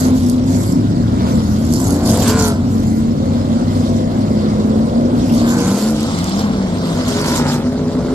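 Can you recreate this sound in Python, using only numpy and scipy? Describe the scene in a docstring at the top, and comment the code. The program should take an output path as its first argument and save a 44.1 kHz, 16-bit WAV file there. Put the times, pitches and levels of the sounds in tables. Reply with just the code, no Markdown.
"""First a V8 roars by against the drone of the pack: stock cars on a dirt oval, from behind the fence.
Eight cars come down the straight in turn, each a train of uneven firing pulses through its exhaust.
Many distant engines make the pack; close by, pulsed gas rasps and tyres throw hissing soil and grit.
Single stones tick on the wire, partials and low beats ring out, and the stands return a dull echo.
Two microphone ports hear it, with each engine reaching the nearer one first."""
import sys
import numpy as np
from scipy import signal
from scipy.fft import rfft, irfft, next_fast_len
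from scipy.io import wavfile
from scipy.ndimage import uniform_filter1d, map_coordinates

SR = 44100
rng = np.random.default_rng(int(sys.argv[2]) if len(sys.argv) > 2 else 0)


def store_pcm(level_fs):
    """Save levels as 16-bit WAV."""
    pcm = np.round(np.clip(level_fs, -1, 1) * 32767).astype(np.int16)
    wavfile.write(sys.argv[1], SR, np.atleast_2d(pcm).T)


N = 358974

# near cars with both a note and ringing partials: [t/s, firing rate f/Hz, level/dB]
CAR_B = [(0, 243, -24), (0.55, 250, -18.5), (1.1, 230, -24), (1.3, 240, -19), (1.45, 212, -18),
         (1.62, 219, -19), (1.78, 255, -14.5), (1.92, 282, -19), (2.1, 291, -22)]
CAR_C = [(1.95, 358, -29), (2.17, 362, -25), (2.27, 413, -26), (2.37, 450, -25), (2.45, 432, -26),
         (2.53, 411, -31)]
CAR_D = [(2.15, 222, -19.5), (2.32, 245, -17), (2.5, 228, -21), (2.65, 245, -16.5), (2.78, 222, -19),
         (2.98, 222, -18.5), (3.15, 237, -21.5), (3.55, 228, -20.5), (3.78, 243, -16), (3.95, 232, -21)]
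CAR_E = [(4.1, 224, -21), (4.3, 214, -20.5), (4.68, 214, -15), (5.12, 244, -15), (5.3, 233, -17.5),
         (5.55, 236, -17), (5.7, 243, -21)]
CAR_H = [(7.05, 408, -24), (7.3, 420, -22), (7.53, 382, -21), (7.68, 408, -21), (7.85, 421, -21),
         (8.14, 422, -21)]
# exhaust spectrum of a muffled car, near or far: [f/Hz, level/dB per Hz]
MUFFLED = [(30, -27), (60, -13.5), (95, -5.5), (140, 3), (235, 4.5), (320, -5.5), (480, -18), (800, -27.5),
           (1500, -36), (3000, -64), (10000, -87)]


def car(rows, pipe, abreast_s, snarl_db, jitter, uneven=0.4, scatter_db=0.1, tune=1,
        half_s=0.074, reach_s=0.9, mouth=None):
    """One near car: exhaust note plus snarl, and its bare firing pulses, strongest when abreast."""
    # usual resonances of the open pipes: [f/Hz, level/dB]
    open_mouth = [(330, -26), (470, 0), (650, -7), (850, -2), (1030, 2), (1220, -10), (1420, 0), (1600, -7),
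                  (1850, -17), (2200, -13), (2800, -21), (4500, -16), (12000, -36)]
    if mouth is None:
        mouth = open_mouth
    hz, db = curves(rows)
    unsteady_hz = hz * (1 + 0.0025 * wobble(18))
    pulses = firings(unsteady_hz, uneven, scatter_db, jitter)
    flutter_db = 1.1 * wobble(16)
    note = amp(db + flutter_db) * levelled(ring(pulses, pipe)[0])
    exhaust = note + amp(snarl_db) * snarl(pulses, abreast_s, tune, half_s, mouth)
    nearness = 1 / (1 + ((np.arange(N) / SR - abreast_s) / reach_s) ** 4)
    return exhaust * presence(rows), np.maximum(pulses, 0) * nearness


def firings(hz, uneven, scatter_db, jitter):
    """One pulse per firing of a V8; the nearer bank is louder and unequal headers shift each cylinder."""
    # cylinder bank in firing order: [1 near or -1 far]
    bank = np.array([1, -1, -1, 1, -1, 1, 1, -1])
    # arrival shift of each cylinder's pulse: [firing intervals]
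    header_shift = np.array([.1, -.07, .02, .12, -.11, .05, -.02, -.09])
    turns = np.cumsum(hz) / SR + rng.random()  # firings so far
    k = np.arange(1, int(turns[-1]))
    cylinder = k % len(bank)
    chance = rng.standard_normal((8192, 2))[k]
    firing = k + header_shift[cylinder] + jitter * chance[:, 0]
    at = np.interp(firing, turns, np.arange(N))
    size = (1 + uneven * bank[cylinder]) * amp(scatter_db * chance[:, 1])
    # each pulse is shared between the two samples around it
    whole, part = at.astype(int), at % 1
    pulses = np.bincount(whole, size * (1 - part), N + 1)
    pulses += np.bincount(whole + 1, size * part, N + 1)
    return pulses[:N] - pulses.mean()


def snarl(pulses, abreast_s, tune, half_s, mouth, slide=0.11, slide_s=0.15):
    """The open pipes point at the fence for a moment; their resonances slide down as the car goes by."""
    n = np.arange(N)
    since = n / SR - abreast_s
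    shift = tune * (1 - slide * np.tanh(since / slide_s))
    # filtering in warped time, then unwarping, moves the resonances but not the firing rate
    car_time = np.cumsum(shift)
    car_time += abreast_s * SR - np.interp(abreast_s * SR, n, car_time)
    sent = ring(np.interp(n, car_time, pulses), mouth)[0]
    return np.interp(car_time, n, sent) / np.hypot(1, (since / half_s) ** 4)


def presence(rows, fade=0.28):
    """1 from a car's first row to its last, fading over fade seconds outside them."""
    t = np.arange(N) / SR
    inside = np.minimum(t - rows[0][0], rows[-1][0] - t)
    return np.clip(inside / fade + 1, 0, 1)


def blares(waver=0.003):
    """One partial of a car's exhaust rings out for a moment, gliding with its engine speed."""
    # ringing partials: [car, t/s, half length/s, multiple of firing rate, level/dB]
    partials = [(CAR_B, 1.34, .08, 2.2, -32), (CAR_C, 2.08, .08, 1.75, -29), (CAR_C, 2.13, .07, 1.875, -29),
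                (CAR_C, 2.4, .11, 1, -20), (CAR_C, 2.44, .1, 1.625, -30), (CAR_D, 4.0, .12, 2.2, -33),
                (CAR_E, 5.64, .08, 2, -25), (CAR_H, 7.15, .075, 1, -24.5)]
    t = np.arange(N) / SR
    unsteady = 1 + waver * wobble(20)
    out = np.zeros(N)
    for rows, s, half_s, multiple, db in partials:
        on = np.abs(t - s) < 2 * half_s
        times, firing_hz, _ = np.transpose(rows)
        hz = multiple * np.interp(t[on], times, firing_hz) * unsteady[on]
        phase = 2 * np.pi * (np.cumsum(hz) / SR + rng.random())
        swell = np.exp(-0.5 * ((t[on] - s) / half_s) ** 4)
        out[on] += np.sqrt(2) * amp(db) * swell * np.sin(phase)
    return out


def rasp(flow, close):
    """Turbulent gas leaves the pipes in step with the firings."""
    # gas noise: [f/Hz, level/dB per Hz]
    gas_spectrum = [(350, -54.5), (650, -0.5), (850, 1), (1050, 2), (1230, -2), (1420, -1.5), (1700, -8.5),
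                    (2100, -8.5), (2700, -22), (4500, -16), (9000, -70)]
    gas = ring(spread(flow * rng.standard_normal((2, N))), gas_spectrum, size=512)
    far_gain = amp(-37.5)  # the rest of the field, always there
    return np.hypot(far_gain, close) * clumps(gas, depth_db=1.8, size=1024)


def throb(pulses, puff_s=0.0016, steady=0.8):
    """Gas flow of the nearest car, at rms 1: a puff for each firing over a steady rush."""
    puffs = signal.lfilter([1], [1, -np.exp(-1 / (puff_s * SR))], pulses) + 1e-9
    flow = puffs / np.abs(uniform_filter1d(puffs, SR // 10)) + steady
    return levelled(flow)


def passing(fall=1.8):
    """Gain of the cars going by: each swells as it nears and falls away behind."""
    # cars sweeping past the fence: [nearest t/s, approach/s, departure/s, level/dB]
    sweeps = [(0.02, 0.1, 0.13, -30.5), (0.58, 0.12, 0.12, -36), (1.27, 0.1, 0.1, -31.5),
              (2.3, 0.45, 0.1, -30), (3.38, 0.13, 1, -37.5), (4.45, 0.1, 0.2, -35),
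              (5.6, 0.41, 0.39, -32.5), (6.1, 0.021, 0.56, -35), (7.4, 0.82, 0.13, -29),
              (8.14, 0.16, 0.2, -35.5)]
    t = np.arange(N) / SR
    power = np.zeros(N)
    for s, approach, departure, db in sweeps:
        away = np.abs(t - s) / np.where(t < s, approach, departure)
        power += amp(db) ** 2 / (1 + away ** fall) ** 2
    return np.sqrt(power)


def dirt(close, lumpy_db=-24):
    """Spinning tyres throw a hiss of soil and sharper grit, lumpier as the grit gets louder."""
    # soil hiss and sharp grit: [f/Hz, level/dB per Hz]
    soil_spectrum = [(1200, -40.5), (2000, -8.5), (2700, -3), (3300, 1.5), (4300, 2), (5200, 2), (6200, -4),
                     (8000, -6), (13000, -25.5)]
    gravel_spectrum = [(2500, -44), (4500, 1), (6000, 0), (7300, 4), (8500, -3.5), (10300, -6),
                       (11400, -0.5), (12200, -2), (13200, -17)]
    far_spray_db, far_grit_db = -41.5, -49.5  # the rest of the field, always there
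    pass_spray_db, pass_grit_db = -6.5, -23.5  # a passing car, against its rasp
    thrown_spray, thrown_grit = showers()
    spray = np.sqrt(amp(far_spray_db) ** 2 + (amp(pass_spray_db) * close) ** 2 + thrown_spray ** 2)
    grit = np.sqrt(amp(far_grit_db) ** 2 + (amp(pass_grit_db) * close) ** 2 + thrown_grit ** 2)
    lumpy = np.sqrt(np.minimum(grit / amp(lumpy_db), 1))
    soil = clumps(ring(spread(grains(9000, 0.27)), soil_spectrum), depth_db=2.5)
    gravel = clumps(ring(spread(grains(3500, 1)), gravel_spectrum), depth_db=3.5, size=512)
    spray_sound = spray * amp(0.8 * lumpy * wobble(45)) * soil
    grit_sound = grit * amp(1.6 * lumpy * wobble(160)) * gravel
    return spray_sound + grit_sound


def showers(attack_s=0.025, release_s=0.03):
    """Gains of spray and grit: each shower from sliding tyres rises, holds and settles."""
    # showers of dirt: [start t/s, length/s, spray level/dB, grit level/dB]
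    throws = [(0, 0.072, -46, -28.5), (0.162, 0.17, -44, -37), (0.492, 0.23, -49, -33.5),
              (1.295, 0.62, -47, -39), (1.738, 0.22, -54, -29.5), (2.068, 0.22, -31, -25.5),
              (2.292, 0.013, -25.5, -24.5), (2.388, 0.092, -32, -24.5), (2.706, 0.29, -69, -42),
              (3.723, 0.26, -39.5, -44.5), (5.189, 0.3, -38, -43), (5.346, 0.057, -35.5, -35),
              (5.489, 0.04, -36, -30.5), (5.584, 0.32, -34, -30), (5.968, 0.46, -31.5, -42),
              (6.862, 0.18, -35, -42), (7.083, 0.17, -30, -33), (7.279, 0.1, -27, -27),
              (7.485, 0.056, -27.5, -32.5)]
    t = np.arange(N) / SR
    power = np.zeros((2, N))
    for s, length, spray_db, grit_db in throws:
        outside = np.maximum(s - t, 0) / attack_s + np.maximum(t - s - length, 0) / release_s
        gains = amp([[spray_db], [grit_db]]) * np.exp(-np.minimum(outside, 20))
        power += gains ** 2
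    return np.sqrt(power)


def grains(rate, scatter_db):
    """Random impacts of uneven size on two channels, rate a second in each, at rms 1."""
    hit = rng.random((2, N)) < rate / SR
    size = rng.standard_normal((2, N)) * amp(scatter_db * rng.standard_normal((2, N)))
    return unit(hit * size)


def stones(t60=0.012, ring_hz=7400, hz_scatter=0.2):
    """Single stones tick against the wire fence, each with a brief ring of its own."""
    # stone hits: [t/s, level/dB before the 6 dB lift and the wire]
    hits = [(0.2866, -27), (0.2979, -16), (1.652, -27), (1.666, -27), (1.725, -19), (1.7375, -14),
            (1.8015, -20), (1.8416, -23), (1.9063, -14), (2.0933, -20), (2.105, -17), (2.116, -19),
            (2.174, -18), (2.2025, -21), (2.279, -18), (2.2982, -19), (2.4243, -19), (2.4795, -17),
            (5.3485, -25), (6.0072, -24), (6.031, -24), (6.1882, -24), (6.2424, -19), (6.295, -23),
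            (6.394, -24), (7.082, -23), (7.2152, -22), (7.263, -21), (7.3726, -17)]
    # response of the fence wire: [f/Hz, level/dB]
    wire_response = [(2500, -40), (4500, -3), (7300, 1.5), (9000, -4), (11400, -2.5)]
    t = np.arange(SR // 10) / SR
    ticks = np.zeros((2, N))
    for s, db in hits:
        own_hz = ring_hz * np.exp(hz_scatter * rng.uniform(-1.23, 1))
        wire = np.sin(2 * np.pi * own_hz * t)
        tick = (0.35 * wire + rng.standard_normal((2, len(t)))) * amp(-60 * t / t60)
        ticks[:, round(s * SR):][:, :len(t)] += amp(db + 6) * tick
    heard = filtered(ticks, lambda hz: amp(along(wire_response, hz)))
    return heard * amp([[-3], [0]])  # left is 3 dB down


def far_car(rows):
    """A car further back in the pack: only its muffled note carries."""
    hz, db = curves(rows)
    pulses = firings(hz, uneven=0.26, scatter_db=3.5, jitter=0.02)
    note = levelled(ring(pulses, MUFFLED)[0])
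    return amp(db + 2.3 * wobble(14)) * presence(rows) * note


def boom(waver=0.011, flutter_db=1.5, fade_s=0.26):
    """A low beat from the uneven cylinder banks carries furthest, climbing as each car gathers speed."""
    # cars pulling out of a bend: [start t/s, end t/s, first f/Hz, last f/Hz, peak level/dB]
    pulls = [(0, 1.105, 88.9, 108.5, -19.5), (1.093, 1.946, 78.45, 84.3, -21.5),
             (2.254, 2.863, 88.1, 96.5, -18.5), (3.214, 4.306, 90, 103.3, -21.5),
             (6.048, 7.053, 87.9, 102.8, -25.5)]
    beats = np.zeros(N)
    for start, end, first_hz, last_hz, db in pulls:
        climb = [(start, first_hz), (end, last_hz)]
        hz = curves(climb)[0] * (1 + waver * wobble(15))
        phase = 2 * np.pi * np.cumsum(hz) / SR
        beats += amp(db) * presence(climb, fade_s) * np.sin(phase)
    return amp(flutter_db * wobble(16)) * beats


def pack(close, dip_s=5.84, dip_half_s=0.067, deepest_db=-41):
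    """The pack's exhausts merge into a rumble, a drone and a broken bark that grows as cars come close."""
    # the three bands before the trims below: [t/s, rumble level/dB, drone level/dB, bark level/dB]
    band_levels = [(0, -19, -11.5, -28.5), (1.4, -16.5, -12, -24), (2.3, -14, -8.5, -24.5),
                   (2.85, -18, -9.5, -25), (4.1, -16.5, -11, -20), (5.3, -17, -11, -22),
                   (6.3, -22.5, -12.5, -28), (7.2, -19.5, -12.5, -31), (8.14, -20.5, -11.5, -22)]
    # spectra of the bands: [f/Hz, level/dB per Hz]
    rumble_spectrum = [(15, -62), (30, -38), (45, -3.5), (62, -12), (90, -7), (125, 0), (170, -14),
                       (300, -71.5), (2000, -100)]
    drone_spectrum = [(70, -35), (120, -0.5), (155, -14), (200, 3.5), (250, 6.5), (300, -4), (380, -25.5),
                      (700, -43.5), (4000, -106)]
    bark_spectrum = [(200, -45.5), (320, 0.5), (420, -2), (520, 0), (680, -4), (850, -16.5), (1400, -25.5),
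                     (3000, -92.5)]
    rumble_db, drone_db, bark_db = curves(band_levels)
    # rumble and drone dip briefly
    dip_db = deepest_db * np.exp(-((np.arange(N) / SR - dip_s) / dip_half_s) ** 2)
    engines = spread(np.array([field(245) + field(180), field(215)]))
    rumble = amp(rumble_db + dip_db - 4.0) * ring(engines, rumble_spectrum)
    drone = amp(drone_db + dip_db - 8.5) * ring(engines, drone_spectrum)
    bark = clumps(ring(engines, bark_spectrum), depth_db=2, size=2048)
    bark_gain = np.hypot(amp(bark_db - 4), amp(5) * close)  # passing bark: 5 dB over the rasp
    return rumble + drone + bark_gain * bark


def field(firing_hz, count=3):
    """Cars further round the track, each on its own throttle."""
    engines = np.zeros(N)
    for _ in range(count):
        hz = firing_hz * np.exp(0.15 * wobble(0.8) + 0.003867 * wobble(9))
        engines += firings(hz, uneven=0.7, scatter_db=2.2, jitter=0.03)
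    return unit(engines)


def stands(x, delay=0.03):
    """The stands and the track wall send back a dull, diffuse echo: late noise whose treble dies first."""
    # echo decay: [f/Hz, t60/s]
    decay = [(100, 0.5), (1000, 0.37), (5000, 0.098), (13000, 0.086)]
    hz, t, z = signal.stft(rng.standard_normal((2, SR)), SR, nperseg=256)
    fade = amp(-60 * t / along(decay, hz)[:, None])
    tail = signal.istft(z * fade, SR, nperseg=256)[1]
    late = np.pad(x, (int(delay * SR), 0))[None]
    return spread(signal.fftconvolve(late, tail / np.linalg.norm(tail[0]), axes=1)[:, :N])


def thud(level_db=-36):
    """A dull, deep rumble of slowly wavering noise arrives from all round the track."""
    # deep noise: [f/Hz, level/dB per Hz]
    deep_spectrum = [(12, -33), (25, -14), (38, -5), (48, -3), (62, -3), (90, -11), (400, -96)]
    air = ring(spread(rng.standard_normal((2, N))), deep_spectrum)
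    return amp(level_db + 0.89 * wobble(3.5)) * air


def steer(pair):
    """The sound reaches the nearer microphone port first."""
    # direction of the loudest cars: [t/s, lag of the left port/ms]
    bearing = [(0, 0.28), (0.7, 0.39), (1.4, 0.44), (2.3, -0.019), (2.8, 0.42), (5.25, 0.37), (6.2, -0.28),
               (8.14, -0.03)]
    lag = curves(bearing)[0] * SR / 1000  # samples
    left, right = pair
    n = np.arange(N)
    return np.array([map_coordinates(left, [n - lag / 2]), map_coordinates(right, [n + lag / 2])])


def spread(pair):
    """Two unrelated signals to left and right: alike in the bass, less so in the treble."""
    # left-right likeness: [f/Hz, correlation 0-1]
    alike = [(100, 0.99), (300, 0.87), (700, 0.45), (1500, 0.42), (4000, 0.29), (12000, 0.048)]

    def mid_side(hz):
        turn = np.arccos(np.clip(along(alike, hz), -1, 1)) / 2
        return np.array([np.cos(turn), np.sin(turn)])

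    mid, side = filtered(pair, mid_side)
    return np.array([mid + side, mid - side])


def clumps(x, depth_db, size=256):
    """Sound comes in patches of time and pitch, each with its own strength and colour; rms 1."""
    z = signal.stft(x, nperseg=size)[2]
    patches = rng.standard_normal(z.shape[1:])
    patches = uniform_filter1d(patches, size=7, axis=0)
    patches = uniform_filter1d(patches, size=9, axis=1)
    return unit(signal.istft(z * amp(depth_db * unit(patches)), nperseg=size)[1][:, :N])


def ring(x, spectrum, size=4096):
    """x through a causal (minimum-phase) body with this spectrum, at rms 1."""
    cepstrum = irfft(np.log(amp(along(spectrum, np.fft.rfftfreq(size, 1 / SR)))))
    # folding the cepstrum forward makes the body ring only after each pulse
    cepstrum[1:size // 2] *= 2
    cepstrum[size // 2 + 1:] = 0
    body = irfft(np.exp(rfft(cepstrum)))
    return unit(signal.oaconvolve(np.atleast_2d(x), body[None], axes=1)[:, :N])


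def filtered(x, response):
    """x times a response of frequency."""
    m = next_fast_len(N + SR // 4, True)
    return irfft(rfft(x, m) * response(np.fft.rfftfreq(m, 1 / SR)), m)[..., :N]


def levelled(x, size=4096):
    """x held at rms 1 from moment to moment."""
    return x / np.sqrt(np.abs(uniform_filter1d(x ** 2, size)) + 1e-12)


def wobble(rate):
    """A smooth random curve, rate knots a second."""
    knots = rng.standard_normal(int(N * rate / SR) + 4)
    coarse = np.linspace(0, N, 4096)
    return np.interp(np.arange(N), coarse, map_coordinates(knots, [coarse * rate / SR]))


def curves(rows):
    """One value per sample for each column after the time."""
    s, *cols = np.transpose(rows)
    return [np.interp(np.arange(N) / SR, s, c) for c in cols]


def along(points, hz):
    """(Hz, value) points on a log axis."""
    f, v = np.transpose(points)
    return np.interp(np.log(hz + 1), np.log(f + 1), v)


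def amp(db):
    """Decibels to gain."""
    return 10 ** (np.asarray(db) / 20)


def unit(x):
    """Scale to rms 1."""
    return x / np.sqrt(np.mean(x ** 2) + 1e-20)


def scene():
    """Near cars, the pack, flying dirt and the echo."""
    # more near cars: [t/s, firing rate f/Hz, level/dB]
    car_a = [(0, 256, -15.5), (0.16, 257, -16), (0.32, 244, -16.5), (0.55, 272, -21), (0.78, 280, -23),
             (0.95, 321, -21), (1.12, 308, -27)]
    car_f = [(5.6, 186, -21), (5.72, 196, -17), (5.88, 222, -15), (5.94, 220, -17)]
    car_g = [(6.05, 240, -28), (6.2, 280, -22.5), (6.43, 336, -17.5), (6.55, 318, -19.5), (6.7, 283, -20),
             (7.0, 262, -25)]
    # cars further back, one list each: [t/s, firing rate f/Hz, level/dB]
    far_cars = [
        [(0.65, 180.8, -21), (0.8, 168.2, -19.5), (1.15, 183.2, -24), (1.3, 200.6, -18)],
        [(4.95, 275, -30), (5.3, 292.4, -21), (5.55, 313.6, -24.5)],
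    ]
    # exhaust spectra: [f/Hz, level/dB per Hz]
    open_pipe = [(55, -3), (210, -1), (320, -7), (440, 11), (620, 7), (800, 3.5), (1400, -16), (2500, -24),
                 (4000, -68)]
    boomy_pipe = [(120, -18.5), (160, 5), (210, 4), (265, -12.5), (340, -24), (430, -11), (600, -25),
                  (800, -23), (10000, -83)]
    throaty_pipe = [(60, -18), (160, 3), (255, 3), (320, -12), (415, -7), (580, -6), (720, -17),
                    (1400, -30), (10000, -76)]
    # resonances of the last car's open pipes: [f/Hz, level/dB]
    wail = [(330, -26), (470, -6), (820, -11), (940, 2), (1030, 5), (1230, -14), (1420, -1), (1720, -8),
            (2800, -16), (12000, -44)]
    near, pulses = np.sum([
        car(car_a, MUFFLED, abreast_s=0.022, snarl_db=-55, jitter=0.03, uneven=0.15),
        car(CAR_B, MUFFLED, abreast_s=1.26, snarl_db=-34, jitter=0.023),
        car(CAR_C, open_pipe, abreast_s=2.385, snarl_db=-23, jitter=0.01, uneven=0.7,
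            scatter_db=1.2, half_s=0.125),
        car(CAR_D, MUFFLED, abreast_s=3.35, snarl_db=-44, jitter=0.012, uneven=0.25),
        car(CAR_E, MUFFLED, abreast_s=5.6, snarl_db=-27.5, jitter=0.008, uneven=0.2,
            scatter_db=0.7, tune=1.02, half_s=0.15),
        car(car_f, MUFFLED, abreast_s=5.84, snarl_db=-33, jitter=0.006, uneven=0.2),
        car(car_g, boomy_pipe, abreast_s=6.25, snarl_db=-32, jitter=0.005, uneven=0.8,
            scatter_db=0.7, tune=0.82, half_s=0.27),
        car(CAR_H, throaty_pipe, abreast_s=7.39, snarl_db=-25.5, jitter=0.045, uneven=0.75,
            scatter_db=2.4, tune=0.92, half_s=0.19, mouth=wail)], axis=0)
    close = passing()
    further = sum(far_car(rows) for rows in far_cars)
    notes = near + blares() + further + boom()
    engines = steer(notes + pack(close) + rasp(throb(pulses), close))
    echo = amp(-17.0) * stands(near)
    return engines + thud() + echo + steer(dirt(close)) + stones()


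def record(dry):
    """The two microphone ports differ in the treble; nothing is kept above the band limit."""
    # microphone ports: [f/Hz, left minus right level/dB]
    ports = [(200, 0.8), (1200, 0.8), (2200, 0), (4000, -1.5), (7000, -6), (12000, -1)]
    top_hz = 13200
    heard = filtered(dry, lambda hz: amp(along(ports, hz) * np.array([[0.5], [-0.5]])))
    return filtered(heard, lambda hz: 1 / (1 + (hz / top_hz) ** 120))


dry = scene()
out = record(dry)
store_pcm(out)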